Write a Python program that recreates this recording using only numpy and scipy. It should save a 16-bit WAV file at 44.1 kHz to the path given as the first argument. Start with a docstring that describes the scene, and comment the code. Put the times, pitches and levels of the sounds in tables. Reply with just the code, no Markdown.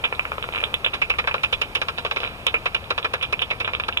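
"""Bats on a bat detector

Bats hunt over a garden at dusk. A detector makes their very high calls audible by playing the gap
between each call's pitch and its own tuning. A call slides down past the tuning, so the note dives
to zero and climbs again. Ground and leaves echo it. Twice the calls speed up into a feeding buzz,
over faint hiss and the rumble of a distant town."""
import sys
import numpy as np
from scipy import signal
from scipy.fft import rfft, irfft
from scipy.io import wavfile
from scipy.ndimage import uniform_filter1d

SR = 44100
rng = np.random.default_rng(int(sys.argv[2]) if len(sys.argv) > 2 else 0)


def wav_record(signal):
    """Record a signal, one row per channel, as 16-bit PCM in the file named by sys.argv[1]."""
    frames = np.transpose(np.atleast_2d(signal))
    bounded = np.clip(frames, -1, 1)
    # unit amplitude maps onto the largest positive 16-bit level
    quanta = np.round(bounded * 32767).astype(np.int16)
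    wavfile.write(sys.argv[1], SR, quanta)


N = 176400  # 4 seconds

CALL_DB, ECHO_DB, OVERTONE_DB = 3, 0.2, -1.5  # added to the levels in the table
# One row per call. Pitches count from the detector's tuning; swell is the rise in level over the call.
# start_s, length_s, level_db, start_pitch_hz, end_pitch_hz, swell_db, echo_db, echo_fade_s, overtone_db
CALLS = [(0.038, 0.0041, -19, 3230, -3560, -4, 6, 0.0095, -53),
         (0.0484, 0.0074, -18, 4600, -2840, -1, -2.5, 0.011, -42),
         (0.1251, 0.0029, -14, 2680, -2540, -15, -4, 0.012, -70),
         (0.1494, 0.0023, -31, 300, -4120, 16, -4, 0.0092, -70),
         (0.1934, 0.0022, -10.5, 700, -2650, -3, -6, 0.011, -48),
         (0.2522, 0.0025, -15, 2710, -2430, -8, -5, 0.018, -70),
         (0.3186, 0.0014, -11.1, 2380, -1910, -9, -3.5, 0.018, -46),
         (0.3819, 0.002, -16.5, 2430, -1920, -21, -5, 0.011, -56),
         (0.4252, 0.0031, -22.5, 400, -3840, -13, -2, 0.015, -56),
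         (0.441, 0.002, -17, 2560, -2310, -27, -8, 0.0071, -72),
         (0.4888, 0.0015, -16, 2440, -2310, -21, -10, 0.0098, -59),
         (0.524, 0.0014, -25.5, 2400, -4070, -11, 4, 0.025, -61),
         (0.536, 0.003, -20.8, 2900, -2510, 2, -11, 0.006, -55),
         (0.548, 0.0017, -18, 2620, -2990, -20, -5, 0.0069, -70),
         (0.5591, 0.0013, -14.5, 2400, -3480, -19, -6, 0.0084, -52),
         (0.568, 0.0019, -18.5, 400, -2200, -23, -10, 0.006, -52),
         (0.578, 0.00133, -17.5, 600, -3040, -13, -9, 0.006, -53),
         (0.5846, 0.0019, -21, 2500, -2860, 4, -14, 0.0053, -47),
         (0.5912, 0.00483, -29, 3920, -2910, -14, -4, 0.006, -65),
         (0.6016, 0.0015, -24, 2600, -2520, 9, 2, 0.0052, -49),
         (0.6057, 0.00137, -24, 2480, -1930, 17, -1, 0.006, -42),
         (0.6144, 0.00162, -21, 2420, -2950, -21, -14, 0.006, -54),
         (0.6186, 0.00125, -29, 2300, -3710, -8, 0, 0.02, -70),
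         (0.6285, 0.002, -22.5, 2810, -1860, -24, 5.5, 0.051, -53),
         (0.6363, 0.0057, -15.5, 596, -3730, -7, -6, 0.0085, -40),
         (0.7397, 0.0039, -15, 500, -3720, -13, -3.5, 0.0084, -28.5),
         (0.844, 0.0049, -16, 3100, -3860, -2, -1, 0.0047, -41),
         (0.8612, 0.004, -13.5, 2720, -3400, -4, -1.5, 0.0093, -47),
         (0.9322, 0.0064, -26, 3200, -4050, -11, 3, 0.0064, -70),
         (0.9394, 0.0057, -20, 11810, -2050, 1, 3.5, 0.011, -48),
         (1.0154, 0.0062, -17, 11360, -2600, 11.5, 4, 0.0098, -43),
         (1.0972, 0.0074, -18, 12900, -2760, 10, 3, 0.0087, -32.5),
         (1.1383, 0.0021, -20, 1100, -2390, -2, -1.5, 0.011, -70),
         (1.184, 0.0059, -19, 11240, -2270, 3.5, 8.5, 0.009, -38),
         (1.241, 0.0036, -25.5, 3480, -2120, -14, 5, 0.0063, -70),
         (1.272, 0.0059, -15, 12060, -2070, 14, 3, 0.0091, -50),
         (1.3102, 0.0025, -21, 3000, -2370, 9, 2.5, 0.0074, -70),
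         (1.3406, 0.0053, -13, 11950, -1480, 15.5, -2, 0.01, -51),
         (1.38, 0.0021, -25.5, 2600, -2400, 17, -2, 0.022, -70),
         (1.4313, 0.011, -21.5, 11100, -2850, -5, 7, 0.0094, -36.5),
         (1.525, 0.0065, -18, 13010, -3670, 0, 5.5, 0.0076, -43),
         (1.6133, 0.0084, -18, 12000, -3200, -3, 1, 0.011, -29),
         (1.749, 0.0095, -18.5, 11900, -3170, -7, 3.5, 0.01, -31),
         (1.8153, 0.0035, -14, 10260, -2240, -5, 2.5, 0.0078, -34),
         (1.884, 0.0031, -15.1, 11020, -1740, -1, 3.5, 0.0078, -45),
         (1.9767, 0.0029, -26, 2650, -3950, 4, 0, 0.018, -70),
         (1.983, 0.0022, -14, 11760, -1740, 4, -0.5, 0.0076, -47),
         (2.0491, 0.0021, -13, 11220, -1370, 7, 2.5, 0.011, -47),
         (2.0606, 0.0067, -24, 4510, -3200, -10, -16, 0.0072, -70),
         (2.1117, 0.002, -11, 10840, -1940, 2, -1, 0.0095, -47),
         (2.1612, 0.0021, -16.5, 11660, -800, 2, 5.5, 0.013, -50),
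         (2.168, 0.004, -17, 800, -2370, 9, -11, 0.01, -57),
         (2.2027, 0.0022, -18.5, 11220, -810, -2, 4, 0.037, -70),
         (2.2328, 0.0015, -14, 400, -2360, -11, -10, 0.011, -70),
         (2.2395, 0.0015, -19, 2500, -4180, -20, 0, 0.025, -63),
         (2.2472, 0.0021, -19, 200, -2340, 6, -14, 0.006, -70),
         (2.257, 0.0016, -23, 300, -2040, -13, -0.5, 0.048, -57),
         (2.2617, 0.002, -28, 2700, -3130, 8, -3, 0.013, -70),
         (2.275, 0.0012, -24.5, 200, -3260, 15, -5.5, 0.018, -63),
         (2.465, 0.0043, -15, 12790, -3670, 9, 3.5, 0.011, -24.5),
         (2.5408, 0.00421, -13, 3890, -2660, -4, 1.5, 0.012, -38),
         (2.6563, 0.0044, -18, 11150, -2370, 6.5, 8, 0.0082, -53),
         (2.7448, 0.0055, -18, 11080, -2900, 6, 4.5, 0.009, -35),
         (2.8382, 0.0074, -39, 200, -3800, -5, -4, 0.006, -70),
         (2.903, 0.0056, -19.5, 11340, -1710, 6.5, 9, 0.0074, -52),
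         (2.978, 0.0041, -14.5, 11270, -1750, 6, 2, 0.0075, -55),
         (3.027, 0.0029, -27, 700, -3810, -2, -2, 0.0073, -70),
         (3.0452, 0.0026, -15.5, 11680, -2120, 11, 7.5, 0.0078, -42),
         (3.1342, 0.0083, -18.5, 11150, -1980, 10, 3.5, 0.0093, -30),
         (3.21, 0.0037, -27, 3670, -3160, 7, 4, 0.012, -70),
         (3.224, 0.0079, -22.5, 13000, -3540, 0, 5, 0.011, -38),
         (3.324, 0.0097, -19.5, 10790, -2600, 3, 3, 0.0061, -36.5),
         (3.3921, 0.0026, -19, 500, -3440, 1, -3, 0.009, -70),
         (3.4153, 0.0073, -21, 11040, -3470, 11, 4.5, 0.0085, -36),
         (3.503, 0.0015, -25.0, 2480, -3080, 21, -4, 0.0047, -70),
         (3.5071, 0.0066, -19, 11150, -2360, 10, 4, 0.01, -48),
         (3.599, 0.011, -24, 11610, -2630, 0, 5.5, 0.0081, -49),
         (3.6452, 0.0043, -20, 3040, -3840, -11, -0.5, 0.0091, -70),
         (3.676, 0.0024, -15.5, 11140, -1880, 25.5, -1, 0.012, -68),
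         (3.7337, 0.003, -17, 10620, -2640, 7, -1.5, 0.0099, -56),
         (3.7484, 0.0037, -16.5, 2800, -3690, -11, -9, 0.011, -70),
         (3.7982, 0.002, -15, 13080, -2260, 12, -0.5, 0.0058, -62),
         (3.836, 0.0028, -22.5, 500, -3750, -13, -4.5, 0.01, -70),
         (3.8802, 0.01, -23.5, 11800, -1710, 7, 7.5, 0.0054, -37.5),
         (3.9249, 0.0016, -24.5, 500, -3340, 4, 0.5, 0.0082, -70),
         (3.971, 0.0047, -15, 300, -3650, -7, -4.5, 0.01, -36.5)]


def bats():
    """The whole hunt: one track of notes with their echoes, and one of overload crunch."""
    notes, crunch = np.zeros((2, N))
    for start_s, *row in CALLS:
        note, overtones = bat_call(*row)
        add(notes, start_s, note)
        add(crunch, start_s, overtones)
    return notes, crunch


def bat_call(length_s, level_db, start_hz, end_hz, swell_db, echo_db, echo_fade_s, overtone_db):
    """One falling call as the detector hears it, and the gritty overtones of its loud moment."""
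    progress = np.linspace(0, 1, max(int(length_s * SR), 16))
    gap_hz = end_hz + (start_hz - end_hz) * (1 - progress) ** 2.5  # falls steeply, then flattens
    tone = np.exp(2j * np.pi * (np.cumsum(gap_hz) / SR + rng.random()))
    fade_in_out = np.sqrt(abs(np.sin(np.pi * progress)))
    call = tone * amp(CALL_DB + level_db + swell_db * (progress - .5)) * fade_in_out
    tilted = call * amp(progress - .5)  # a 1 dB tilt: the low end of a call carries farthest
    sound = echoes(tilted, echo_db, echo_fade_s)
    # A near call flares up briefly, about 70% of the way through.
    flare = amp(overtone_db) * abs(np.sin(np.pi * progress ** 2.1)) ** 7
    add(sound, 0, call + amp(11) * flare * tone)
    overtones = sum(3 / k * tone ** k for k in range(2, 6)).real
    grit = 1.9 * unit(uniform_filter1d(rng.standard_normal(len(sound)), 3))[:len(call)]
    return sound.real, amp(OVERTONE_DB) * flare * (overtones + grit)


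def echoes(call, near_db, near_fade_s, far_db=-21, far_ring_s=0.16):
    """Ground and leaves send a call back: a quick near echo and a faint, longer far one."""
    t = np.arange(8000) / SR
    near = (t > 0.001) * np.exp(-.5 * (t / near_fade_s) ** 1.29)  # starts 1 ms late
    far = amp(-60 * t / far_ring_s)
    return amp(ECHO_DB + near_db) * scatter(call, near) + amp(far_db) * scatter(call, far)


def scatter(call, fade):
    """Many weak, random reflections, together as strong as the call."""
    paths = rng.standard_normal((len(fade), 2)) @ np.array([1, 1j])
    echo = signal.fftconvolve(call, paths * fade)
    return echo * np.linalg.norm(call) / (np.linalg.norm(echo) + 1e-12)


# How much of each pitch the detector's filter lets through: pitch_hz, gain_db
DETECTOR_FILTER = [(20, 0), (300, -1), (550, 0), (850, -1.5), (1350, 0.5), (1950, 0), (2600, 0), (3400, .7),
                   (3950, -0.2), (4300, -8.5), (5500, -13.5), (7000, -18.5), (10500, -18), (11500, -26),
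                   (16000, -49)]
# The tone of the detector's own hiss: pitch_hz, relative_level_db
DETECTOR_HISS = [(20, 3), (1200, 5.5), (2000, 2), (3800, -6), (4400, -9), (7000, -28), (16000, -27.5)]
# How the small loudspeaker boosts or weakens each pitch: pitch_hz, gain_db
LOUDSPEAKER = [(20, -30), (200, -21.5), (330, -11), (480, 1.5), (750, -5), (1050, 0.5), (1330, 2),
               (1550, -1.5), (1950, -2), (2200, 4), (2520, 11.5), (2900, 6.5), (3080, 3.5), (3250, 1),
               (3400, 7), (3700, 5), (3950, 6.5), (4400, -3.5), (4700, 4.5), (5050, 2), (5200, 3.5),
               (5480, 6), (6000, -4), (6600, 3.5), (7500, -7), (8600, -8.5), (9600, 10.5), (11000, -4.5),
               (16000, 2)]


def detector(notes, crunch, ceiling=0.91):
    """Filtered notes and hiss pass an amplifier that loud calls overload, then a small loudspeaker."""
    audio = colour(notes, DETECTOR_FILTER) + noise(DETECTOR_HISS, level_db=-39.5)
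    overloaded = ceiling * np.tanh(audio / ceiling)
    return colour(overloaded + crunch, LOUDSPEAKER)


# How much louder the left microphone is than the right: pitch_hz, gain_db
LEFT_LOUDER = [(60, 4.5), (250, 6), (480, 1.5), (770, 7), (1350, 4.5), (1800, 5), (2100, -7), (2400, -6),
               (2700, -8.5), (3000, -11.5), (3150, -3), (3400, -12.5), (3700, -8.5), (3920, -1), (4250, -7),
               (4700, -16.5), (5100, 4), (5500, -2.5), (6000, -17), (6600, -11.5), (9800, 4), (15000, -.5)]
# How far the wave at the left microphone runs ahead of the right: pitch_hz, lead_radians
LEFT_AHEAD = [(20, 0), (550, 0.37), (1100, -0.86), (1350, -1.34), (1500, -2.37), (1700, -1.66), (2020, -3),
              (2550, -2.5), (2980, -3.0), (3300, -9), (3750, -8.5), (4150, -9.5), (4750, -9.5),
              (5150, -15.5), (5300, -17), (6050, -17.5), (16000, -17.5)]


def microphones(sound):
    """Two microphones close together: each gets its own share and timing of every pitch."""
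    hz = np.fft.rfftfreq(N, 1 / SR)
    ratio = amp(read(LEFT_LOUDER, hz))
    right = rfft(sound) / np.sqrt(1 + ratio ** 2)
    left = right * ratio * np.exp(1j * read(LEFT_AHEAD, hz))
    return irfft(np.array([left, right]), N)


def nearby_reflections(sound, level_db=-13.5, ring_s=0.023):
    """Short reflections from around the loudspeaker, different at each microphone."""
    t = np.arange(2400) / SR
    tail = rng.standard_normal((2, len(t))) * amp(-60 * t / ring_s)
    return amp(level_db) * signal.fftconvolve(sound[None], tail / np.linalg.norm(tail), axes=1)[:, :N]


# The tone of the distant town: pitch_hz, relative_level_db
TOWN_RUMBLE = [(10, -17), (25, -4), (38, -1), (52, -5.5), (62, 1), (71, 0.5), (80, 0), (95, -2.5),
               (130, -5.5), (200, -10.5), (300, -13), (500, -12), (800, -12.5), (1300, -24.5), (2000, -29),
               (5000, -56), (16000, -74)]


def town_rumble():
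    """The far-off town blurs into a steady, low noise."""
    return noise(TOWN_RUMBLE, level_db=-37)


# The tone of the microphones' hiss: pitch_hz, relative_level_db
MICROPHONE_HISS = [(20, 10), (500, 14), (2000, 8.5), (5000, -1), (10000, -1.5), (15000, -4.5), (16000, -31)]
# How that hiss grows louder and softer: time_s, relative_level_db
HISS_DRIFT = [(0.0, -62), (0.61, -60), (0.71, -61), (0.9, -64), (1.75, -62.5), (2.96, -65), (4.0, -65.5)]


def microphone_hiss(shared=0.7):
    """Faint hiss, mostly the same on both sides, slowly drifting in level."""
    time_s, level_db = np.transpose(HISS_DRIFT)
    drift = unit(amp(np.interp(np.arange(N) / SR, time_s, level_db)))
    both, *own = [noise(MICROPHONE_HISS, level_db=-50.5) for _ in range(3)]
    return drift * (np.sqrt(shared) * both + np.sqrt(1 - shared) * np.array(own))


def amp(db):
    """Turns decibels into a number to multiply by."""
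    return 10 ** (np.asarray(db) / 20)


def unit(sound):
    """Scales a sound to an average power of one."""
    return sound / np.sqrt(np.mean(abs(sound) ** 2) + 1e-20)


def read(table, hz):
    """Looks up pitches in a table, blending between rows on a musical (log) scale."""
    pitch_hz, value = np.transpose(table)
    return np.interp(np.log(hz + 1), np.log(pitch_hz + 1), value)


def add(mix, start_s, sound):
    """Mixes a sound in at the given time."""
    part = mix[max(round(start_s * SR), 0):][:len(sound)]
    part += sound[:len(part)]


def colour(sound, table, size=4096):
    """Boosts or weakens each pitch as a table says, ringing only after the sound arrives."""
    log_gain = np.log(amp(read(table, abs(np.fft.fftfreq(size, 1 / SR)))))
    ring = np.fft.ifft(np.exp(np.conj(signal.hilbert(log_gain)))).real
    return signal.oaconvolve(sound, ring[:size // 2])[:N]


def noise(table, level_db):
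    """Steady noise with a table's tone and the given overall level."""
    gain = amp(read(table, np.fft.rfftfreq(N, 1 / SR)))
    return amp(level_db) * unit(irfft(rfft(rng.standard_normal(N)) * gain, N))


def scene():
    """The detector close by, the town far off."""
    speaker = detector(*bats())
    return microphones(speaker + town_rumble()) + nearby_reflections(speaker) + microphone_hiss()


def record(dry, ceiling=0.75, cutoff_hz=15700):
    """Flattens the loudest clicks, then cuts off the highest treble."""
    flattened = dry / (1 + (dry / ceiling) ** 8) ** (1 / 8)
    treble_cut = signal.firwin(301, cutoff_hz, window=("kaiser", 9), fs=SR)
    return signal.oaconvolve(flattened, treble_cut[None], "same")


dry = scene()
out = record(dry)
wav_record(out)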